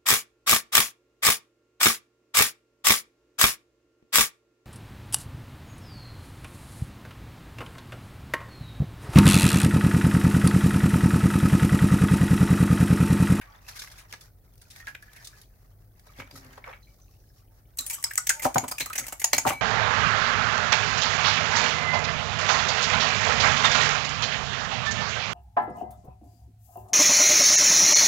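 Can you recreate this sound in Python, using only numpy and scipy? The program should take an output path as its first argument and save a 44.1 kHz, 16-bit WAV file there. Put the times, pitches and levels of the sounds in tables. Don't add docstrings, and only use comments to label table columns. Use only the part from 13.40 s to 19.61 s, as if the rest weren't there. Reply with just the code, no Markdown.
import sys
import numpy as np
from scipy import signal
from scipy.fft import rfft, irfft
from scipy.io import wavfile
from scipy.ndimage import uniform_filter1d

SR = 44100
rng = np.random.default_rng(int(sys.argv[2]) if len(sys.argv) > 2 else 0)


def undo_db(level):
    steps = np.asarray(level, float) / 20
    return 10 ** steps


def persist_wave(psi):
    counts = np.round(np.clip(psi, -1, 1) * 32767).astype(np.int16)
    wavfile.write(sys.argv[1], SR, np.atleast_2d(counts).T)


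N = 273861
SPAN = 4096
SIDES = np.array([[1], [-1]])

# (frequency [Hz], level [dB], ring time [s])
BOWL = [(600, 32.5, 0.03), (790, 22, 0.09), (893, 27.5, 0.071), (1100, 2, .03), (1146, 3, 0.15),
        (1730, 8, 0.03), (2050, 20.5, 0.013), (2227, 16, 0.1), (2340, 15.5, 0.022), (2910, -47, .06),
        (3350, -71, 0.064), (4120, -18, 0.018), (4910, -13, 0.06), (5770, -41, 0.0083), (6000, -16, 0.032),
        (6555, 5, 0.016), (7220, -1, 0.02), (7920, -5.5, 0.014), (8400, -10, 0.028), (9870, -7, 0.0033),
        (11550, -2.5, 0.012), (13550, -6, 0.044)]
# (time [s], tines level [dB], wall level [dB], chatter [s])
HELD_BEATS = [(4.3723, -43, -75, 0.01), (4.3863, -19, -46, 0.012), (4.4640, -29, -56, 0.012),
              (4.498, -24.5, -46, 0.024), (4.5306, -30, -49, .012), (4.5406, -29, -53.5, 0.014),
              (4.6268, -39, -54, 0.0099), (4.6405, -18.5, -37.5, 0.0084), (4.710, -42, -42, 0.01),
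              (4.7571, -28.5, -47, 0.0026), (4.7765, -18, -64, 0.013), (4.8700, -20, -38, 0.008),
              (4.8942, -8, -29, 0.01)]
# (time [s], tines level [dB], wall level [dB], belly level [dB], chatter [s])
LOW_BEATS = [(5.021, -27.5, -42, -46, 0.032), (5.1437, -24, -45, -53, 0.011), (5.183, -18, -32, -57, .0056),
             (5.281, -27.5, -43.5, -47, 0.017), (5.313, -26, -48, -38, 0.014),
             (5.3833, -28.5, -47, -71, .0086), (5.398, -25, -42, -64, 0.022),
             (5.4042, -23.5, -31, -43.5, 0.019), (5.459, -28.5, -44.5, -53, 0.013),
             (5.5312, -31, -38.5, -79, 0.012), (5.5556, -24, -36, -55, 0.016),
             (5.5787, -20.5, -36.5, -46.5, 0.025), (5.6675, -33.5, -46, -70, 0.011),
             (5.682, -30, -45, -53, 0.01), (5.7239, -30.5, -45, -39.5, 0.015),
             (5.7973, -28.5, -47, -78, .014), (5.8175, -28.5, -38.5, -53, 0.011),
             (5.843, -11, -32, -32.5, 0.011), (5.9314, -10.5, -21.5, -27.5, 0.014),
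             (5.9823, -12, -28.5, -33, 0.011), (6.089, -21.5, -29.5, -55, .021),
             (6.125, -45, -42, -45, 0.0048)]
# (time [s], tines level [dB], wall level [dB], belly level [dB], chatter [s])
KNOCKS = [
    (5.0436, -22, -38, -36, 0.03),
    (5.0524, -46, -70, -20, 0.0082),
    (5.1590, -53, -70, -20, 0.011),
    (5.2384, -43, -46, -32.5, 0.018),
    (6.0527, -45, -66, -24.5, 0.013),
    (6.0655, -24, -35, -27, 0.02),
    (6.0746, -22.5, -28, -31, 0.016),
    (6.1053, -40, -35.5, -26, .011),
]
EDGE_PIVOT_DB = -30


def unit(x):
    return x / np.sqrt(np.mean(x ** 2, axis=-1, keepdims=True))


def design(lo_hz, hi_hz):
    return signal.butter(2, [lo_hz, min(hi_hz, .45 * SR)], "band", fs=SR, output="sos")


def band(x, lo_hz, hi_hz):
    return signal.sosfilt(design(lo_hz, hi_hz), x)


def fade(t, ring_s):
    return np.exp(-np.log(1000) * t / ring_s)


def walk(rate_hz):
    k = int(SR / rate_hz)
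    steps = np.repeat(rng.standard_normal(N // k + 1), k)
    return 1.09 * uniform_filter1d(uniform_filter1d(steps, k), k)[:N]


def add(out, s, sound):
    i = int(s * SR)
    out[:, i:i + sound.shape[1]] += sound[:, :N - i]


def hush():
    # (frequency [Hz], level [dB per Hz])
    colour = [(15, -35), (25, -10), (50, 2), (70, -5.5), (102, 1), (190, -16), (217, -18.5), (384, -21),
              (775, -26), (911, -33), (1160, -60), (3160, -78.5), (4370, -65.5), (8360, -44.5),
              (16000, -32)]
    # (frequency [Hz], level [dB])
    fridge = [
        (47, -59.5),
        (100, -70),
    ]
    f = np.fft.rfftfreq(N, 1 / SR) + 1
    hz, db = np.transpose(colour)
    mid, side = rfft(rng.standard_normal((2, N))) * undo_db(np.interp(np.log(f), np.log(hz), db))
    side = side * np.clip(f / 1100, .2, .95)
    noise = irfft(mid + side * SIDES, N)
    noise = noise / np.std(noise) * undo_db(-56 + .6 * SIDES)
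    hum = 0
    for tone_hz, tone_db in fridge:
        level = undo_db(tone_db + 1.0 * walk(11.0))
        turns = np.cumsum(tone_hz * (1 + 0.0223 * walk(5.6))) / SR
        hum = hum + level * np.sin(2 * np.pi * turns)
    return noise + hum


def kitchen(x):
    room_t60_s, room_db, room_gap_s = 0.19, -11, 0.0038
    t = np.arange(2 * SPAN) / SR
    tail = band(rng.standard_normal((2, len(t))), 233, 12000)
    tail = tail * (t > room_gap_s) * fade(t, room_t60_s)
    tail = tail / np.sqrt(np.sum(tail ** 2, axis=1, keepdims=True))
    return x + undo_db(room_db) * signal.fftconvolve(x, tail, axes=1)[:, :N]


def thuds():
    # (time [s], level [dB], length [s])
    pushes = [(2.79, -32, 0.2), (2.928, -36.5, 0.5), (3.051, -38, 0.5), (4.396, -40, 0.1),
              (5.055, -20, 0.053), (5.157, -17.5, 0.16), (5.233, -26.5, 0.16), (5.419, -31, 0.045),
              (5.936, -30, 0.3), (5.60, -34, .2), (6.058, -25.5, 0.036), (6.068, -21, 0.12),
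              (6.104, -27, 0.23)]
    # (frequency [Hz], level [dB], ring time [s])
    wood = [
        (100, 9, 0.06),
        (136, 0, .05),
        (259, -.5, 0.08),
        (383, -6, 0.05),
        (530, -5, .04),
    ]
    out, t = np.zeros((2, N)), np.arange(2 * SPAN) / SR
    hz, db, ring = np.transpose(wood)[:, :, None]
    board = np.sum(undo_db(db) * np.sin(2 * np.pi * hz * t) * fade(t, ring), axis=0)
    for s, peak_db, length in pushes:
        push = rng.standard_normal(len(t)) * fade(t, max(length, .005))
        boom = signal.fftconvolve(push, board)[:len(t)]
        both = boom + .17 * SIDES * np.roll(boom, 40)
        add(out, s - .002, undo_db(peak_db + .5 * SIDES) * both / np.max(np.abs(boom)))
    return out


def gestures():
    # (start [s], hold [s], level [dB], brightness [dB])
    rubs = [(0.035, 0.14, -51.5, -17.5), (0.284, 0.034, -48.5, -3.5), (0.368, 0.11, -53.5, 0.5),
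            (0.488, 0.17, -54.5, -23), (0.568, 0.02, -52.5, -6), (0.711, 0.025, -54.5, -4),
            (0.818, .02, -58.5, -3), (1.21, 0.17, -67, 0), (1.367, 0.028, -55.5, 0),
            (1.448, 0.067, -56.5, -5), (1.61, 0.12, -62.5, -7), (1.739, 0.088, -54.5, -6),
            (1.835, 0.2, -62, -2), (2.67, 0.07, -57.5, -8), (2.787, 0.0084, -48, -8.5),
            (2.857, 0.06, -56.5, -15), (2.954, 0.022, -51.5, -1.5), (3.02, 0.15, -54, -13),
            (3.254, 0.057, -46, -20.5), (3.335, 0.033, -56, -14.5), (3.414, .6, -73, 0.5),
            (4.436, 0.24, -68.5, 10), (5.588, 0.048, -50.5, -4.5), (6.043, 0.058, -45.5, -15)]
    rise_db_s, fall_db_s = 319, 254
    rest_db, rest_bright_db = -71.5, -7.5
    t = np.arange(0, N, 64) / SR
    s, hold, db, bright_db = np.transpose(rubs)[:, :, None]
    gain = undo_db(db - rise_db_s * np.maximum(s - t, 0) - fall_db_s * np.maximum(t - s - hold, 0))
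    s, db = np.transpose([row[:2] for row in HELD_BEATS + LOW_BEATS + KNOCKS])[:, :, None]
    slosh_db = -57.5 + 0.33 * (db - EDGE_PIVOT_DB) - 125 * (t - s)
    slosh = (undo_db(slosh_db) * (t > s)).max(axis=0)
    dull = np.maximum(gain.max(axis=0), undo_db(rest_db)) + slosh
    bright = np.maximum((gain * undo_db(bright_db)).max(axis=0), undo_db(rest_db + rest_bright_db))
    return [np.interp(np.arange(N) / SR, t, g) for g in (dull, bright + slosh * undo_db(4))]


def pops():
    pops_per_s, low_hz, high_hz, cycles, spread_db = 260, 1097, 6980, 51, 20
    out, t = np.zeros((2, N)), np.arange(SPAN // 4) / SR
    for when, pitch, size, side in rng.random((pops_per_s * N // SR, 4)):
        hz = low_hz * (high_hz / low_hz) ** pitch
        tone = np.sin(2 * np.pi * hz * t + 2 * (side - .5) * SIDES) * fade(t, cycles / hz)
        add(out, when * N / SR, undo_db(spread_db * size) * tone * np.minimum(t * hz / 2, 1))
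    return unit(out)


def rubbing():
    nested_s, lifted_s, fork_s = (1.3, 2.0), 3.41, 4.36
    dull, bright = gestures()
    t = np.arange(N) / SR
    grains = rng.standard_normal((2, N)) * undo_db(2.9 * walk(400) + 2.8 * walk(60))
    grains = grains[0] + 1.12 * SIDES * grains[1]
    cupped = np.where((t > nested_s[0]) & (t < nested_s[1]), .9, .2)
    hollow = unit(band(grains, 1450, 1900)) * undo_db(5.9 * walk(25.77)) * cupped
    hz, db, ring = np.transpose(BOWL)[:, :, None]
    glaze = np.sum(undo_db(db) * np.sin(2 * np.pi * hz * t[:SPAN]) * fade(t[:SPAN], 2 * ring), axis=0)
    rung = signal.fftconvolve(grains * undo_db(10.0 * walk(23)), glaze[None], axes=1)[:, :N] * (t > lifted_s)
    low = unit(band(band(grains, 570, 1810), 480, 2800)) + hollow + 0.49 * unit(band(rung, 650, 2200))
    shell_hiss = unit(band(band(grains, 3940, 6830), 1670, 9800))
    fork_hiss = unit(band(band(grains, 5200, 8600), 3000, 9800)) + .45 * unit(band(grains, 2500, 5000))
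    high = np.where(t > fork_s, fork_hiss, shell_hiss) + 0.13 * unit(band(rung, 2230, 5500))
    top = unit(band(grains, 10300, 14000)) * undo_db(-3)
    bubbles = pops() * undo_db(-3) * np.sqrt(dull * bright)
    return bubbles + low * dull * undo_db(-4.5) + bright * (high + top)


def contact(s, high_db, mid_db, low_db, chatter, edge_db):
    return s, high_db, low_db, mid_db, edge_db + 0.56 * (high_db - EDGE_PIVOT_DB), chatter


def blows(table, modes, cracks_hz, crack_db, rough_db, trim_db):
    widths = (.7, .55, .9, 1.1)
    out, t = np.zeros((2, N)), np.arange(SPAN) / SR
    hz, db, ring = np.transpose(modes)[:, :, None]
    zone = np.searchsorted([lo for lo, hi in cracks_hz[1:]], 1.2 * hz[:, 0])
    sections = [np.vstack([design(lo, hi), design(.7 * lo, 1.6 * hi)]) for lo, hi in cracks_hz]
    fades = fade(t, ring)
    head = int(.012 * SR)
    for s, high_db, low_db, mid_db, edge_db, chatter in table:
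        spot = rng.standard_normal((2, len(hz), 1))
        ears = rng.standard_normal((2, 2, len(hz), 1))
        push = rng.standard_normal((3, SPAN))
        contacts = push[0] * undo_db(rough_db * np.repeat(push[1, :SPAN // 32], 32))
        rise = np.minimum(t / (.3 * chatter), 1)
        contacts = contacts * rise * fade(t, max(3 * chatter, .003))
        phase = np.clip(hz / 5000, .45, 1.2) * ears[1]
        tones = np.sin(2 * np.pi * hz * (1 + 0.0295 * spot[1]) * t + phase) * fades
        tones = tones * undo_db(db + 2.5 * spot[0] + 2.5 * ears[0]) / np.sqrt(ring * SR)
        sound = 0
        for k, level_db in enumerate([low_db, mid_db, high_db + trim_db, edge_db]):
            body = tones[:, zone == k].sum(axis=1)
            rung = signal.fftconvolve(body, contacts[None], axes=1)[:, :SPAN]
            uneven = widths[k] * SIDES * push[2] * np.abs(contacts)
            crack = signal.sosfilt(sections[k], contacts + uneven)
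            part = unit(rung) + undo_db(crack_db - 0.78 * (k == 0)) * unit(crack)
            sound = sound + undo_db(level_db) * part / np.sqrt(np.mean(part[:, :head] ** 2))
        add(out, s - .002, sound)
    return out


def eggshell():
    # (frequency [Hz], level [dB], ring time [s])
    shell_tones = [(398, 2, 0.11), (575, 9, 0.025), (970, 1, 0.014), (1340, -32, 0.022), (1700, 20, 0.03),
                   (2234, 7, 0.12), (2760, -15, .015), (3480, 25, 0.012), (4560, -11, 0.067),
                   (5900, -12, 0.012), (6000, -12, 0.018), (9600, -23, 0.00088), (11300, -18, 0.0025)]
    # (time [s], snap level
    # [dB], cup level [dB], chatter [s])
    cracks = [(0.0133, -52, -45.5, 0.021), (0.2857, -37.5, -49.5, 0.018), (0.3536, -41.5, -53.5, 0.042),
              (0.391, -31, -63, 0.025), (.4188, -33.5, -45, 0.017), (0.474, -54, -48, 0.0099),
              (0.515, -43.5, -56, 0.024), (0.5794, -47.5, -55, 0.045), (.727, -36, -43.5, 0.0049),
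              (0.8095, -44, -72, .016), (1.2156, -48, -65, 0.017), (1.3018, -44.5, -64.5, 0.034),
              (1.361, -46.5, -54, 0.01), (1.4714, -42, -42, 0.0059), (1.481, -45.5, -47, 0.016),
              (1.5495, -46, -40, 0.0095), (1.624, -51, -74, 0.015), (1.7618, -47.5, -53, 0.021),
              (1.8447, -38, -67, 0.025), (1.873, -35.5, -67, 0.01), (2.0155, -47.5, -71, 0.011),
              (2.595, -55.5, -67.5, 0.0099),
              (1.139, -65, -80, .004),
        (1.157, -67, -75, .004),
        (1.180, -59, -80, .005),
        (1.318, -54, -70, .005),
        (1.7336, -52, -58, .008),
        (0.312, -51, -58, .01),
        (0.445, -48, -52, .008),
        (3.047, -56, -60, .008),
    ]
    # (time [s], snap level [dB], cup level [dB], wood level [dB], chatter [s])
    taps = [
        (0.736, -38.5, -41.5, -46.5, 0.012),
        (2.6682, -54, -84, -57, 0.019),
        (2.7991, -44, -39.5, -51.5, 0.016),
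        (2.818, -66, -46, -48.5, 0.016),
        (2.9115, -46.5, -57.5, -59, .0092),
        (3.131, -52, -54, -78, .014),
        (3.177, -52.5, -76, -44, 0.015),
        (3.242, -64, -42.5, -56, 0.0077),
        (3.2703, -75, -78, -42.5, 0.036),
        (3.3246, -75, -48, -56, 0.036),
    ]
    fingers_db = -20
    contacts = [contact(s, h, m, m + fingers_db, c, -45.5) for s, h, m, c in cracks]
    contacts = contacts + [contact(*row, -50.5) for row in taps]
    return blows(contacts, shell_tones, [(350, 1500), (1400, 2360), (3300, 6050), (8500, 14000)],
                 crack_db=7, rough_db=1.5, trim_db=-8.5)


def pings(rings, touched):
    out, t = np.zeros((2, N)), np.arange(2 * SPAN) / SR
    for s, db, hz, ring in rings:
        flutter = 10 * uniform_filter1d(rng.standard_normal((3, len(t))), 100)
        flutter = flutter * (1 if touched else .3)
        shape = np.minimum(t / 0.0014, 1) * fade(t, ring) * (1 + 0.34 * flutter[0])
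        glide = .06 * (hz < 1000 and touched)
        turns = hz * (t - glide * .025 * (1 - np.exp(-t / .025)))
        phase = 0.42 * SIDES + 0.76 * np.exp(-t / 0.082) * flutter[1:]
        add(out, s, undo_db(db) * shape * np.sin(2 * np.pi * turns + phase))
    return out


def ringing():
    # (time [s], level [dB], frequency [Hz], ring [s])
    handling = [(1.400, -38, 1845, .088), (1.475, -30, 1662, 0.09), (1.624, -38, 1700, 0.063),
                (2.799, -26, 1166, 0.022), (2.911, -43, 4740, .024), (3.425, -64, 6130, 0.2),
                (3.428, -57, 4075, 0.2), (3.470, -59.5, 2290, 0.16), (3.614, -57.5, 6100, 0.19),
                (3.242, -34, 1580, .03), (3.72, -62, 5500, .1), (3.80, -63, 5900, .1),
                (3.89, -61, 5300, .08), (3.97, -63, 5600, .1), (1.68, -50, 1720, .15),
                (1.80, -50, 1800, .15), (1.93, -52, 1700, .15), (1.425, -44, 1850, .05)]
    # (time [s], level [dB], frequency
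    # [Hz], ring [s])
    beat_rings = [(4.392, -32.5, 7530, 0.16), (4.389, -23, 4050, 0.05), (4.466, -30.5, 9550, 0.16),
                  (4.535, -30, 7910, 0.12), (4.535, -41, 3060, 0.15), (4.643, -13.5, 5160, 0.027),
                  (4.641, -16.5, 7920, 0.037), (4.777, -11, 7220, 0.027), (4.776, -16.5, 5950, 0.029),
                  (4.777, -11, 8030, 0.023), (4.900, -26, 6750, 0.16), (5.182, -8, 6750, 0.013),
                  (5.317, -22.5, 4950, 0.028), (5.406, -27.5, 4075, .15), (5.579, -16.5, 6000, .026),
                  (5.727, -29, 7630, 0.031), (5.842, -7.5, 6730, 0.021), (5.932, -16.5, 4255, 0.061),
                  (5.931, -8.5, 6150, 0.021), (5.984, -10.5, 6680, 0.021), (6.077, -25.5, 6060, 0.06),
                  (5.582, -24, 7950, .04), (4.870, -23, 6060, .02), (4.896, -16, 8200, .03),
                  (4.535, -42, 6080, .12), (5.932, -16, 2600, .02), (5.585, -30, 6550, .12),
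                  (4.500, -32, 2250, .06), (4.464, -34, 3300, .015), (5.405, -30, 6100, .05),
                  (4.580, -39.5, 1140, 0.08), (4.711, -26.5, 1745, 0.037), (4.777, -20.5, 1997, 0.037),
            (4.78, -21, 1270, 0.033), (4.902, -17, 1580, 0.06), (4.894, -17, 2040, .035),
            (4.996, -29.5, 2075, 0.06), (5.056, -15, 800, 0.09), (5.162, -14, 790, 0.086),
            (5.319, -27.5, 1267, 0.043), (5.382, -19.5, 2425, .03), (5.461, -34, 1228, 0.095),
            (5.503, -29, 1272, .077), (5.640, -29, 2080, 0.023), (5.818, -26.5, 2050, 0.019),
            (6.064, -17, 810, 0.12), (6.115, -25, 820, 0.1), (6.056, -24, 925, .08), (6.058, -29, 262, .12),
            (5.16, -30, 255, .12), (5.158, -19, 560, .04), (5.158, -22, 960, .04), (6.066, -28, 650, .12),
            (5.054, -22, 1130, .03), (5.532, -30, 2570, .025)]
    # (time
    # [s], level [dB], frequency [Hz], ring [s])
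    free = [(6.126, -37, 2290, .5), (6.129, -51, 4075, .35), (6.16, -59, 6130, .3), (5.935, -32, 2300, .15),
            (5.402, -30, 2380, .12), (4.78, -36, 1450, .15), (4.645, -44, 930, .15), (4.51, -48, 925, .3),
            (.07, -54, 1140, .3), (.10, -54, 860, .25), (4.415, -40, 3800, .12), (4.50, -38, 2350, .1)]
    return pings(handling + beat_rings, True) + pings(free, False)


def fork_beats():
    # (time [s], tines level [dB], wall level [dB], belly level [dB], chatter [s])
    bounces = [(4.410, -32, -60, -75, .006), (4.7360, -36, -55, -75, .008), (4.9035, -27, -35, -60, .006),
               (4.9959, -36, -60, -75, .012), (5.5007, -42, -50, -60, .006), (5.596, -27, -42, -60, .008),
               (5.945, -24, -34, -45, .012), (5.966, -34, -42, -60, .01), (5.060, -40, -50, -30, .012),
               (5.168, -55, -60, -31, .008), (6.132, -40, -50, -37, .012), (5.322, -30, -48, -45, .006)]
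    palm_db, low_edge_db = -27, -37
    beats = [contact(s, h, m, m + palm_db, c, -35.5) for s, h, m, c in HELD_BEATS]
    beats = beats + [contact(*row, low_edge_db) for row in LOW_BEATS]
    beats = beats + [contact(*row, -39.5) for row in KNOCKS]
    beats = beats + [contact(*row, low_edge_db) for row in bounces]
    return blows(beats, BOWL, [(520, 1100), (1500, 2840), (4300, 8400), (9500, 15700)],
                 crack_db=2.5, rough_db=4, trim_db=-12.0)


def scene():
    lowered_s, air_hz, board_hz = 5.01, 520, 200
    bowl = fork_beats() + ringing()
    in_air = np.arange(N) < lowered_s * SR
    bowl = np.where(in_air, band(bowl, air_hz, SR), band(bowl, board_hz, SR))
    near = kitchen(bowl + eggshell() + rubbing())
    near = near + .15 * SIDES * band(near, 6800, 13400)
    return near + band(thuds(), 146, 930) + hush()


def band_limit(x):
    return signal.sosfilt(signal.butter(12, 16800, fs=SR, output="sos"), x)


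def record(dry):
    cut = signal.sosfilt(signal.ellip(6, .3, 30, 15750, fs=SR, output="sos"), dry)
    return band_limit(cut)


dry = scene()
out = record(dry)
persist_wave(out)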